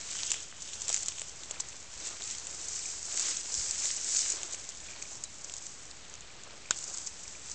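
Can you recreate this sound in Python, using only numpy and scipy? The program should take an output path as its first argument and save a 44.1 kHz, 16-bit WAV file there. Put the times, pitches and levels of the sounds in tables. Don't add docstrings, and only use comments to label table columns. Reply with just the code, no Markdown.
import sys
import numpy as np
from scipy import signal
from scipy.fft import rfft, irfft, next_fast_len
from scipy.io import wavfile
from scipy.ndimage import map_coordinates

SR = 44100
rng = np.random.default_rng(int(sys.argv[2]) if len(sys.argv) > 2 else 0)


def natural_amplitude(level_db):
    exponent = np.asarray(level_db, float) / 20
    return 10 ** exponent


def generate_wav(signal):
    frames = np.transpose(np.atleast_2d(signal))
    scaled = np.clip(frames, -1, 1) * 32767
    pcm = np.round(scaled).astype(np.int16)
    wavfile.write(sys.argv[1], SR, pcm)


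N = 332514

# frequency in Hz, relative level in dB per Hz.
HISS_COLOUR = [(15, -56), (25, -8.5), (60, -2.5), (220, -11.5), (420, -13.5), (650, -14), (1000, -15),
               (2300, -15), (4000, -17), (7500, -22), (12000, -19.5)]
HISS_DB = -52

# start in seconds, relative level in dB, time scale of the rise in seconds.
WIND_PUFFS = [(1.962, -35, 0.0026), (3.27, -54, 0.0081), (3.58, -28, 0.0027), (3.6, -31, 0.0023)]

# start in seconds, peak level in dB, start pitch in Hz, end pitch in Hz, length in seconds.
CHIRP_NOTE = (5.243, -49, 4150, 3900, .028)

# start in seconds, relative level in dB.
SMALL_TICKS = [(1.5594, -37), (2.7931, -38), (2.822, -44), (2.8548, -32), (2.8873, -38), (4.831, -42),
               (4.8863, -34.5), (4.904, -37.5), (4.9337, -37), (4.9596, -41), (4.9891, -44), (5.021, -34),
               (5.0535, -38), (6.3034, -42), (6.4966, -42.5), (6.6558, -37), (6.6872, -39), (7.2544, -39),
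               (7.351, -39)]
LOW_RING_DB, LOW_RING_SCATTER_DB = -55.5, 2

# middle in seconds, half length in seconds, level in dB.
STRIDE_DRAGS = [(0.264, 0.16, -47.5), (.9, 0.43, -56)]
# frequency in Hz, relative level in dB per Hz.
PAPERY_COLOUR = [(1500, -40), (2500, -8), (3100, 0), (3700, -5), (5000, -35)]

# pitch in Hz, level in dB relative to the break,
# time to fall by 60 dB in seconds.
STALK_TONES = [(640, -20, .025), (1500, -7, .017), (2650, -15, .012), (3200, -14, .016), (3950, -8, .011),
               (4660, -10, .009), (5500, -2, .006), (6750, 12, .0028), (7500, -19, .05)]
BREAK_S, BREAK_DB = 6.7084, -14
SETTLE_DB, SETTLE_T60 = -28, 0.16

# time in seconds, crack level in dB, stem level in dB, stem pitch in Hz, knock level in dB.
LOUD_SNAPS = [(0.113, -26, -30, 4480, -60), (0.1544, -30, -36, 1660, -43), (.1893, -26, -29.5, 3080, -54),
              (.205, -25, -32, 2450, -52), (0.2334, -22, -20, 3940, -43), (.3043, -19, -33, 4260, -60),
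              (0.308, -21, -26, 4480, -55), (0.3175, -9, -19, 3120, -42), (0.3424, -25, -26.5, 2240, -43),
              (.526, -52, -35, 1600, -57), (.6216, -26, -44, 3190, -60), (0.69, -36, -34, 3080, -62),
              (0.7338, -27, -30, 3490, -63), (0.8194, -17.5, -43, 4290, -62), (0.882, -17, -41, 3010, -57),
              (0.8928, -12.5, -44, 4480, -56), (0.901, -21, -28, 3000, -34.5),
              (0.9279, -15.5, -38, 4110, -47), (0.9439, -10, -28, 2260, -52),
              (0.9637, -14.5, -37, 3660, -56), (.9733, -23, -34, 2500, -64), (1.032, -19, -45, 4480, -53),
              (1.0604, -22, -37, 4460, -65), (1.084, -13, -27, 3530, -42), (1.088, -21.5, -45, 4480, -54),
              (1.121, -32, -31, 2970, -50), (1.184, -28, -29.5, 3170, -52), (1.196, -22, -36, 3570, -64),
              (1.21, -27, -61, 1420, -56), (1.2176, -21, -26.5, 2930, -40), (1.435, -28.5, -31, 3810, -55),
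              (1.5107, -18, -30, 3360, -36.5), (1.6009, -23, -28, 3810, -39),
              (1.7292, -41, -34.5, 3040, -52), (2.0718, -27, -38, 4480, -55), (2.083, -40, -40, 2500, -44),
              (2.21, -40, -35, 1500, -46), (2.3107, -23, -42, 4480, -63), (2.4698, -21, -50, 4480, -60),
              (3.174, -16, -38, 4130, -63), (3.1962, -13.5, -27, 4480, -60), (3.285, -34, -31, 1500, -44),
              (3.542, -15.5, -41, 4480, -60), (3.8558, -17, -27, 3900, -53), (4.262, -26, -31, 1800, -47),
              (4.3207, -18.5, -40, 4480, -60), (4.4322, -19.5, -28.5, 3060, -44),
              (4.535, -23, -33, 4410, -56), (4.546, -26, -31, 2760, -54), (4.6906, -26, -36, 4480, -45),
              (5.0253, -29, -36, 2610, -50), (5.2386, -18.5, -38, 4200, -62),
              (5.4454, -24.5, -49, 4480, -53), (5.4974, -28, -31.5, 3140, -51),
              (5.5389, -22, -52, 4480, -58), (5.5667, -24.5, -49, 4480, -60), (5.6674, -25, -46, 4480, -60),
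              (5.913, -40, -32, 4300, -65), (6.14, -29, -40, 3270, -59), (6.154, -33, -40, 2540, -60),
              (6.208, -32, -50, 4480, -58), (6.436, -29, -46, 4480, -60), (6.7876, -22, -35, 4480, -60),
              (6.827, -27, -44, 4480, -60), (6.9742, -22.5, -50, 4480, -64), (6.9838, -23, -50, 3770, -65),
              (7.0729, -22, -40, 4480, -47), (7.5157, -25, -60, 4480, -60)]
CRACK_HZ, CRACK_SCATTER = 6950, .06
SMALL_SNAPS = 30
SMALL_DB = 11.5
SMALL_STEM_DB, SMALL_KNOCK_DB = -12.5, -34.5
SMALL_STEM_HZ = 3770

# time in seconds, thin blades in dB, broad leaves in dB.
BRUSH_LEVELS = [(0, -43.5, -50), (.2, -36.5, -48.5), (.38, -40, -50.5), (.53, -53, -65.5), (.63, -44, -58),
                (.82, -41.5, -55), (.92, -34, -47), (1.08, -41.5, -56.5), (1.3, -47, -57),
                (1.62, -46.5, -53.5), (1.88, -49.5, -59), (1.98, -44.5, -51.5), (2.07, -37.5, -44.5),
                (2.149, -45.5, -54), (2.289, -37, -48), (2.43, -43.5, -54), (2.6, -41, -52.5),
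                (2.721, -36, -50), (3.04, -40.5, -54.5), (3.271, -29, -40), (3.441, -39.5, -52),
                (3.59, -30, -49.5), (3.72, -34.5, -45.5), (3.87, -30.5, -45.5), (3.99, -37, -49.5),
                (4.17, -27, -43.5), (4.3, -33.5, -45.5), (4.41, -41, -50), (4.51, -42.5, -52),
                (4.77, -47.5, -57.5), (4.87, -44, -53), (4.97, -48.5, -53), (5.12, -43, -58.5),
                (5.27, -51, -60.5), (5.57, -44.5, -58), (5.76, -47.5, -60), (5.86, -50, -60),
                (6.3, -55.5, -57), (6.68, -53, -60), (6.779, -40.5, -57.5), (7.0, -41.5, -56.5),
                (7.139, -47, -59), (7.289, -45, -57.5), (7.4, -47, -58.5), (7.54, -42, -55.5)]
# middle in seconds, added level in dB.
QUICK_RUBS = [(.74, -40), (.816, -47), (1.03, -39), (1.513, -43), (1.604, -32.5), (2.073, -41),
              (3.199, -37), (4.324, -42), (4.531, -38), (4.697, -40.5), (5.023, -42), (5.241, -39.5),
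              (5.445, -44), (5.664, -44), (5.912, -47), (6.942, -37), (6.972, -38), (7.072, -36),
              (7.516, -45)]
RUB_S = 0.0053
# frequency in Hz, relative level in dB per Hz.
BLADE_COLOUR = [(1800, -42), (3000, -29.5), (4500, -9), (6000, -1), (7200, 1.5), (8000, -0.4), (9000, -8.5),
                (12000, -11.5)]
# frequency in Hz, relative level in dB per Hz.
LEAF_COLOUR = [(600, -33.5), (1400, -6.5), (2200, -2.5), (3100, -2.5), (4300, -1), (6500, -9),
               (9000, -66.5)]
# frequency in Hz, relative level in dB per Hz.
STEM_COLOUR = [(150, -37.5), (300, 0), (600, -0.5), (1100, -2.5), (1600, -4.5), (3000, -42)]
STEMS_DB, STEMS_FOLLOW, STEMS_WANDER_DB = -61, 0.52, 2

# frequency in Hz, level in dB.
TREBLE_EDGE = [(10, -0.5), (7700, 0), (8200, -4), (8600, -12), (8900, -22.5), (9200, -48), (9500, -87),
               (12000, -120)]
OFFSET = -.0026


def along(points, hz):
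    point_hz, value = np.transpose(points)
    return np.interp(np.log(hz + 1), np.log(point_hz + 1), value)


def unit(x):
    return x / np.sqrt(np.mean(x ** 2) + 1e-20)


def coloured(x, spectrum):
    m = 2 * next_fast_len(N // 2 + 4096)
    gain = natural_amplitude(along(spectrum, np.fft.rfftfreq(m, 1 / SR)))
    cepstrum = irfft(np.log(gain + 1e-6), m)
    cepstrum[1:m // 2] *= 2
    cepstrum[m // 2 + 1:] = 0
    response = np.exp(rfft(cepstrum))
    return irfft(rfft(x, m) * response, m)[:N]


def wobble(rate):
    points = rng.standard_normal(int(N * rate / SR) + 4)
    return map_coordinates(points, [np.arange(N) * rate / SR])


def ring(hz, t60, t, attack):
    return np.sin(2 * np.pi * hz * t) * natural_amplitude(-60 * t / t60) * (1 - np.exp(-t / attack))


def blip(hz, life, noisy, t):
    u = t / life
    bright_noise = np.diff(rng.standard_normal(len(t) + 1))
    wave = np.sin(2 * np.pi * (hz * t + rng.random())) + noisy * bright_noise
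    return u * np.exp(1 - u) * wave


def add(track, s, sound):
    part = track[round(s * SR):][:len(sound)]
    part += sound[:len(part)]


def crackle(spectrum, rate, spread_db, life, smooth_db, clump_db):
    hit = rng.random(N) < rate / SR
    sizes = hit * natural_amplitude(spread_db * np.minimum(rng.exponential(size=N), 3.2))
    fade = np.exp(-np.arange(800) / SR / life)
    grains = unit(signal.fftconvolve(sizes, fade)[:N] * rng.standard_normal(N))
    slide = natural_amplitude(smooth_db) * rng.standard_normal(N)
    clumps = natural_amplitude(clump_db * (0.27 * wobble(18) + 1.19 * wobble(70)))
    return unit(coloured(clumps * (grains + slide), spectrum))


def hiss():
    level = natural_amplitude(HISS_DB + 0.27 * wobble(6.4))
    return level * unit(coloured(rng.standard_normal(N), HISS_COLOUR))


def puffs():
    out = np.zeros(N)
    for s, db, rise in WIND_PUFFS:
        u = np.arange(SR // 10) / SR / rise
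        push = u ** 2 * (1 - u / 3) * np.exp(-u)
        add(out, s, natural_amplitude(db) * push)
    return out


def chirp():
    s, db, start_hz, end_hz, length = CHIRP_NOTE
    out = np.zeros(N)
    u = np.arange(int(length * SR)) / SR / length
    hz = end_hz + (start_hz - end_hz) * (1 - u) ** 2
    whistle = np.sin(2 * np.pi * np.cumsum(hz) / SR)
    add(out, s, natural_amplitude(db) * np.sin(np.pi * u) * whistle)
    return out


def ticks():
    out = np.zeros(N)
    t = np.arange(SR // 20) / SR
    for s, db in SMALL_TICKS:
        low_db = LOW_RING_DB + LOW_RING_SCATTER_DB * rng.standard_normal()
        high = natural_amplitude(db) * .6 * blip(2400, life=.001, noisy=.5, t=t)
        low = natural_amplitude(low_db) * ring(620, t60=.05, t=t, attack=.002)
        add(out, s, high + low)
    return out


def wading():
    t = np.arange(N) / SR
    drag = sum(natural_amplitude(db) * np.exp(-((t - s) / half) ** 4) for s, half, db in STRIDE_DRAGS)
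    return drag * crackle(PAPERY_COLOUR, rate=190, spread_db=4.0, life=0.00089, smooth_db=5.0, clump_db=2.0)


def stalk():
    out = np.zeros(N)
    t = np.arange(SR // 8) / SR
    tones = sum(natural_amplitude(db) * ring(hz, t60, t, attack=0.000067) for hz, db, t60 in STALK_TONES)
    splinters = rng.standard_normal(len(t)) * (natural_amplitude(-11 - 60 * t / .045) + natural_amplitude(-27 - 60 * t / .2))
    band = signal.butter(N=1, Wn=[1500, 8000], btype="band", fs=SR, output="sos")
    splinters = signal.sosfilt(band, splinters)
    papery = unit(coloured(rng.standard_normal(N), PAPERY_COLOUR))[:len(t)]
    sheath = natural_amplitude(SETTLE_DB - 60 * t / SETTLE_T60) * papery
    add(out, BREAK_S, natural_amplitude(BREAK_DB) * (tones + splinters + sheath))
    return out


def small_snaps():
    s, blades_db, _ = np.transpose(BRUSH_LEVELS)
    at = rng.uniform(.001, N / SR, SMALL_SNAPS)
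    luck = rng.standard_normal((SMALL_SNAPS, 3))
    crack_db = np.interp(at, s, blades_db) + SMALL_DB + 1.6 * luck[:, 0]
    stem_db = crack_db + SMALL_STEM_DB + 5 * luck[:, 1]
    stem_hz = SMALL_STEM_HZ * natural_amplitude(1.5 * luck[:, 2])
    knock_db = crack_db + SMALL_KNOCK_DB
    return list(zip(at, crack_db, stem_db, stem_hz, knock_db))


def snaps():
    out = np.zeros(N)
    t = np.arange(SR // 50) / SR
    for s, crack_db, stem_db, stem_hz, knock_db in list(LOUD_SNAPS) + small_snaps():
        crack_hz = CRACK_HZ * (1 + CRACK_SCATTER * np.clip(rng.standard_normal(), -2, 2))
        fray = 0.26 * np.diff(rng.standard_normal(len(t) + 1)) * natural_amplitude(-60 * t / 0.037)
        crack = natural_amplitude(crack_db) * (blip(crack_hz, life=.00022, noisy=.2, t=t) + fray)
        stem = natural_amplitude(stem_db) * blip(stem_hz, life=.00022, noisy=.05, t=t)
        knock_hz = 700 * natural_amplitude(1.9 * rng.standard_normal())
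        knock = natural_amplitude(knock_db) * blip(knock_hz, life=0.0008, noisy=0, t=t)
        add(out, s - .0004, crack + stem + knock)
    return out


def brush():
    s, blades_db, leaves_db = np.transpose(BRUSH_LEVELS)
    t = np.arange(N) / SR
    swell = natural_amplitude(np.interp(t, s, blades_db))
    rub = np.exp(-((t[:SR // 20] - .02) / RUB_S) ** 2)
    for at, db in QUICK_RUBS:
        add(swell, at - .02, natural_amplitude(db) * rub)
    leaves_db = np.interp(t, s, leaves_db)
    follow_db = STEMS_FOLLOW * (leaves_db - leaves_db.mean())
    stems_db = STEMS_DB + follow_db + STEMS_WANDER_DB * wobble(7.3)
    blades = crackle(BLADE_COLOUR, rate=510, spread_db=10.0, life=0.0018, smooth_db=4.0, clump_db=0.9)
    leaves = crackle(LEAF_COLOUR, rate=350, spread_db=4.5, life=0.0016, smooth_db=2.5, clump_db=0.9)
    stems = crackle(STEM_COLOUR, rate=120, spread_db=3.5, life=0.0014, smooth_db=6, clump_db=1.7)
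    return swell * blades + natural_amplitude(leaves_db) * leaves + natural_amplitude(stems_db) * stems


def scene():
    background = hiss() + puffs() + chirp() + ticks()
    grass = wading() + stalk() + snaps() + brush()
    return (background + grass)[None]


def low_pass(x):
    return signal.sosfilt(signal.butter(12, 9440, fs=SR, output="sos"), x)


def record(dry):
    softened = coloured(dry[0], TREBLE_EDGE)[None]
    mix = softened + OFFSET
    return low_pass(mix)


dry = scene()
out = record(dry)
generate_wav(out)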